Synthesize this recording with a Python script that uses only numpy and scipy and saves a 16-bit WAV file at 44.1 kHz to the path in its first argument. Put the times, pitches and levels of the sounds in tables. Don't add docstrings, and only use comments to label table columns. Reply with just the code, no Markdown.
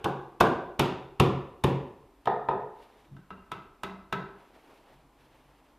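import sys
import numpy as np
from scipy import signal
from scipy.fft import rfft, irfft
from scipy.io import wavfile

SR = 44100
rng = np.random.default_rng(int(sys.argv[2]) if len(sys.argv) > 2 else 0)


def digitize_waveform(pressure):
    field = np.atleast_2d(pressure).T
    bounded = np.clip(field, -1, 1)
    quanta = np.round(bounded * 32767).astype(np.int16)
    wavfile.write(sys.argv[1], SR, quanta)


def volts_from_db(level):
    exponent = np.asarray(level, float) / 20
    return 10 ** exponent


N = 255206
RUN_IN = SR // 2


def rms_one(x):
    return x / np.sqrt(np.mean(x ** 2) + 1e-20)


def at_hz(points, hz):
    table = np.array(points)
    return np.interp(np.log(hz), np.log(table[:, 0]), table[:, 1])


def coloured(spectrum):
    hz = np.maximum(np.fft.rfftfreq(N, 1 / SR), 5)
    return rms_one(irfft(rfft(rng.standard_normal(N)) * volts_from_db(at_hz(spectrum, hz)), N))


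def drift(rate_hz):
    r = np.exp(-2 * np.pi * rate_hz / SR)
    wander = signal.lfilter([1], [1, -2 * r, r * r], rng.standard_normal(N + SR))
    return rms_one(wander[SR:])


def swells(rows, rise_db_s, fall_db_s):
    t = np.arange(N) / SR
    gain = 0
    for s, hold_s, db in rows:
        rise_db = rise_db_s * np.maximum(s - t, 0)
        fall_db = fall_db_s * np.maximum(t - s - hold_s, 0)
        gain = gain + volts_from_db(db - rise_db - fall_db)
    return gain


def ring(force, modes, spread_db):
    out = 0
    for k, ((hz, level_db, t60), chance) in enumerate(zip(modes, rng.standard_normal(8))):
        r = volts_from_db(-60 / (t60 * SR))
        w = 2 * np.pi * hz / SR
        gain = (-1) ** k * volts_from_db(level_db + spread_db * chance)
        out = out + gain * signal.lfilter([0, np.sin(w)], [1, -2 * r * np.cos(w), r * r], force)
    return out / np.abs(out).max()


def push(length_s, size):
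    pulse = np.hanning(max(int(length_s * SR), 3))
    return np.pad(pulse, (0, size - len(pulse))) + 1e-18


# frequency in Hz, level in dB per Hz.
AIR_SPECTRUM = [(15, -44), (25, 4.5), (59, -2.5), (93, -12), (193, -10), (267, -1.5), (469, -12.5),
                (945, -7), (1530, -18), (2770, -21), (6920, -34.5), (13200, -34.5), (15500, -43)]
# frequency in Hz, level in dB rms.
MOTOR_LINES = [(48.4, -73), (145.3, -83.5), (290.7, -82.5)]


def room_air():
    t = np.arange(N) / SR
    out = volts_from_db(-64) * coloured(AIR_SPECTRUM)
    for hz, level_db in MOTOR_LINES:
        waver_db = 4.0 + 2.7 * drift(3)
        out += volts_from_db(level_db + waver_db) * np.sin(2 * np.pi * hz * t)
    return out


# start in seconds, hold in seconds, level in dB.
PALM_SLIDES = [(2.79, 0.09, -66), (2.97, 0.078, -70)]
# start in seconds, hold in seconds, level in dB.
SLEEVE_RUBS = [(2.737, 0.025, -83), (4.394, .08, -67.5), (4.555, .04, -67.5), (4.68, 0.11, -66.5),
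               (4.883, 0.027, -67.5), (4.988, 0.021, -78.5), (5.196, 0.065, -70), (5.34, 0.36, -71.5)]
# frequency in Hz, level in dB per Hz.
CLOTH_SPECTRUM = [(760, -6.5), (1300, -6.5), (1680, -5), (2830, -6.5), (6980, -23), (13100, -23.5),
                  (14900, -30), (15500, -24)]


def sleeves():
    rise_db_s, fall_db_s, dull_fall_db_s = 285, 125.5, 83.5
    grain = ring(rng.standard_normal(N), [(3700, 0, .012), (2800, -6, .008)], spread_db=0)
    slide = volts_from_db(-14.0 + 2.8 * drift(12)) * rms_one(grain)
    cloth = coloured(CLOTH_SPECTRUM) * volts_from_db(2.2 * drift(17))
    dull_spectrum = [(120, -14), (300, 3.0), (900, 1), (1500, -11), (3000, -51)]
    dull = volts_from_db(2) * coloured(dull_spectrum) * volts_from_db(2.5 * drift(22.0))

    rubs = PALM_SLIDES + SLEEVE_RUBS
    out = swells(PALM_SLIDES, rise_db_s, fall_db_s) * slide
    out += swells(rubs, rise_db_s, fall_db_s) * cloth
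    out += swells(rubs, rise_db_s, dull_fall_db_s) * dull
    return out


# start in seconds, hold in seconds, level in dB.
PALM_LEANS = [(3.125, 0.038, -46)]
# start in seconds, hold in seconds, level in dB.
HANDLE_CRANKS = [(4.907, 0.15, -66), (5.198, .15, -70), (5.45, 0.12, -70.5)]


def bench_groan():
    groan = ring(rng.standard_normal(N), [(140, 0, .2), (330, -6, .08), (165, -3, .1)], spread_db=0)
    return swells(PALM_LEANS + HANDLE_CRANKS, rise_db_s=550, fall_db_s=221) * rms_one(groan)


# frequency in Hz, time to fall 60 dB in seconds.
ROOM_T60 = [(60, 0.91), (160, 0.43), (420, 0.72), (1100, 0.65), (2900, 0.56), (5000, 0.5), (7700, 0.42),
            (14000, .2)]
# frequency in Hz, level in dB.
ROOM_DB = [(60, -18.5), (160, -0.5), (420, -6.5), (1100, -9), (2900, -5), (5000, -6), (7700, -16.5),
           (14000, -9)]
# delay in seconds, level in dB.
ECHOES = [(0.011, -17.5), (0.019, -34), (0.033, -22), (.063, -17.5)]


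def workshop(wet_db, build_s, wall_hz):
    t = np.arange(SR) / SR
    white = rng.standard_normal((2, SR))
    edges = 40 * 2 ** np.arange(0, 9, .5)
    centres = np.sqrt(edges[1:] * edges[:-1])
    bands = []
    for k, pair in enumerate(zip(edges, edges[1:])):
        band_filter = signal.butter(2, pair, "band", fs=SR, output="sos")
        bands.append(signal.sosfilt(band_filter, white[k % 2]))
    bands = np.array(bands)

    decay_db = wet_db + at_hz(ROOM_DB, centres)[:, None] - 60 * t / at_hz(ROOM_T60, centres)[:, None]
    build = 1 - np.exp(-t / (build_s + 1.1 / centres[:, None]))
    fades = volts_from_db(decay_db) * build

    echoes = np.zeros(SR)
    for delay_s, level_db in ECHOES:
        echoes[round(delay_s * SR)] = volts_from_db(level_db)
    echoes = signal.lfilter(*signal.butter(1, wall_hz, fs=SR), echoes)

    def response():
        return echoes + np.sum(np.roll(bands, rng.integers(SR), axis=1) * fades, axis=0)

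    return response


# frequency in Hz, level in dB, time to fall 60 dB in seconds.
SKIN_MODES = [(1700, -5.5, 0.0032), (1928, -6.5, 0.0039), (2603, 13.5, 0.0024), (3690, 1.5, 0.0034),
              (3427, -2.5, 0.006), (4805, 6, 0.00062), (5260, -38, 0.0013)]


def contacts(rows, room, bench, jaws, dowel, slap_s, lead_s):
    out = np.zeros(N + 3 * SR)
    size = SR // 2
    rise = round(.008 * SR)
    t = (np.arange(size) - rise) / SR
    crack_filter = signal.butter(1, [4800, 13500], "band", fs=SR, output="sos")
    for s, knock_db, shove_db, jaw_db, slap_db, crack_db in rows:
        before = 0.91 * np.exp(np.minimum(t, 0) / 0.001)
        after = np.exp(-np.maximum(t, 0) / slap_s)
        shape = np.where(t < 0, before, after)
        burst = rng.standard_normal(size) * shape
        click = np.roll(push(0, size), rise) * np.sqrt(np.sum(burst ** 2))
        skin = ring(np.array([burst, click / 2]), SKIN_MODES, spread_db=1.2)
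        crack = signal.sosfilt(crack_filter, [burst * shape ** 2, click / 2])
        crack = crack / np.abs(crack[0]).max()

        wood = volts_from_db(knock_db + 1.5) * ring(push(0.0004, size), dowel, spread_db=2.5)
        wood += volts_from_db(jaw_db - 0.5) * ring(push(0.0014, size), jaws, spread_db=1.2)
        shove = volts_from_db(shove_db - 1.5) * ring(push(0.0071, size), bench, spread_db=3.0)
        body = np.roll(wood, rise) + np.roll(shove, rise - round(lead_s * SR))

        near, sent = body + volts_from_db(slap_db + 2.0) * skin + volts_from_db(crack_db + 8.5) * crack
        heard = signal.fftconvolve(sent, room())
        heard[:size] += near
        at = RUN_IN + round(s * SR) - rise
        out[at:at + len(heard)] += heard
    return out[:RUN_IN + N]


def taps(rows):
    out = []
    for s, knock, shove, slap in rows:
        crack = slap - 11 - 1.26 * (knock - slap)
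        out.append((s, knock, shove, knock - 10, slap, crack))
    return out


def rebounds(rows):
    return [(s, knock, jaw - 15.5, jaw, jaw - 24.5, -np.inf) for s, knock, jaw in rows]


# start in seconds, knock in dB, bench shove in dB, skin slap in dB.
FINGER_TAPS = [
    (3.166, -48, -53.5, -56),
    (3.305, -33, -44, -46),
    (3.517, -26.5, -41, -32),
    (3.834, -24.5, -37, -29.5),
    (4.126, -19.5, -32.5, -26),
]
# frequency in Hz, level in dB, time to fall 60 dB in seconds.
BENCH_FRONT = [(75.8, -15.5, 0.49), (139, -3, 0.091), (190.2, 4.5, 0.226)]
JAWS_HELD = [(260, 0, 0.051), (326, -3.5, 0.06), (395, 0.5, 0.14), (434, 3, 0.027), (532, 0, 0.038)]
DOWEL_FINGER = [(715, -8, 0.058), (630, -1.5, 0.012), (1000, 13.5, 0.014), (1301, 4, 0.074),
                (1556, 7, 0.017), (2037, -8.5, 0.049), (2765, -3, 0.033), (3775, -4, .025)]


def finger_taps(room):
    return contacts(taps(FINGER_TAPS), room, BENCH_FRONT, JAWS_HELD, DOWEL_FINGER,
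                    slap_s=0.011, lead_s=0.00049)


# start in seconds, knock in dB, bench shove in dB, skin slap in dB.
SEATINGS = [
    (2.257, -33.5, -47, -38),
    (2.273, -13.5, -37.5, -32.5),
    (2.487, -16, -33.5, -36.5),
]
# start in seconds, knock in dB, jaw in dB.
SEAT_REBOUNDS = [(2.511, -25.5, -26.5)]
# frequency in Hz, level in dB, time to fall 60 dB in seconds.
DOWEL_SEAT = [(706, 2.5, 0.035), (790, 0, 0.042), (908, 6.5, 0.028), (1034, 1, 0.03), (1245, -1, 0.055),
              (1820, -6, 0.018), (2550, -10, 0.011), (3610, -16.5, .01)]
JAWS_LOOSE = [(382, 4, 0.16), (426.5, 4.9, 0.35), (491, 7.3, 0.15), (553, 5, 0.034)]
BENCH_BACK = [(64.3, -10.5, 0.12), (136.1, -0.5, 0.27), (180.2, 1, 0.097), (224.3, 3.5, 0.072)]


def seating_knocks(room):
    rows = taps(SEATINGS) + rebounds(SEAT_REBOUNDS)
    return contacts(rows, room, BENCH_BACK, JAWS_LOOSE, DOWEL_SEAT, slap_s=0.0056, lead_s=0.0012)


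def punches(rows):
    flesh, bone = [], []
    bone_lag_s = .0046
    for s, knock, shove, jaw, slap in rows:
        flesh.append((s, slap, shove, slap - 4.5, slap, slap - 15))
        bone.append((s + bone_lag_s, knock, -np.inf, jaw, knock - 11, knock - 28))
    return flesh + bone


# start in seconds, dowel knock in dB, bench shove in dB, vise jaw in dB, skin slap in dB.
FIST_BLOWS = [
    (-.335, -12.5, -22, -13, -8.5),
    (.0435, -23.5, -31.5, -36, -26.5),
    (.4035, -4, -55, -16.5, -23),
    (.7945, -15, -19, -18.5, -14),
    (1.1993, -12, -13.5, -13, -15),
    (1.639, -16, -17, -15, -20.5),
]
# start in seconds, knock in dB, jaw in dB.
FIST_REBOUNDS = [(.0575, -17, -22.5), (.427, -34, -14)]
# frequency in Hz, level in dB, time to fall 60 dB in seconds.
JAWS_SHUT = [(270.4, -5.5, 0.037), (337.6, -3, 0.047), (395.5, 0, 0.04), (441, -2.5, 0.034),
             (569.6, -5.5, 0.038)]
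DOWEL_PROUD = [(623, 6, 0.015), (690, 2, 0.04), (797, 8.8, .02), (915, 7.4, .02), (1071, 11.76, .01),
               (1325, 7.7, 0.011), (1437, 7.9, 0.011), (1649, 2.5, 0.012)]
DOWEL_DRIVEN = [(644, 6, 0.011), (722, 5, 0.035), (740, 6.5, 0.028), (960, 10, 0.015), (1087, 12, 0.0078),
                (1330, 7, 0.0071), (1644, 2, 0.0087), (1766, 1, 0.0086)]


def fist_blows(room):
    proud = punches(FIST_BLOWS[:3]) + rebounds(FIST_REBOUNDS)
    driven = punches(FIST_BLOWS[3:])
    out = contacts(proud, room, BENCH_BACK, JAWS_SHUT, DOWEL_PROUD, slap_s=0.0071, lead_s=.004)
    out += contacts(driven, room, BENCH_BACK, JAWS_SHUT, DOWEL_DRIVEN, slap_s=0.0057, lead_s=0.0041)
    return out


def scene():
    room = workshop(wet_db=-24, build_s=0.00057, wall_hz=4000)
    blows = finger_taps(room) + seating_knocks(room) + fist_blows(room)
    blows = signal.sosfilt(signal.butter(2, 45, "high", fs=SR, output="sos"), blows)[RUN_IN:]
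    mid = room_air() + sleeves() + bench_groan() + blows

    treble = signal.sosfilt(signal.butter(2, 7000, "high", fs=SR, output="sos"), mid)
    side = volts_from_db(-17) * treble * drift(2000)
    side += volts_from_db(-36) * np.roll(mid, 40)
    hiss_filter = signal.butter(1, 4000, "high", fs=SR, output="sos")
    hiss = signal.sosfilt(hiss_filter, rng.standard_normal((2, N)))
    return mid + side * [[1], [-1]] + volts_from_db(-78) * hiss


def band_limit(x):
    return signal.sosfilt(signal.butter(12, 16180, fs=SR, output="sos"), x)


def record(dry):
    mix = signal.sosfilt(signal.butter(12, 14700, fs=SR, output="sos"), dry)
    return band_limit(mix)


dry = scene()
out = record(dry)
digitize_waveform(out)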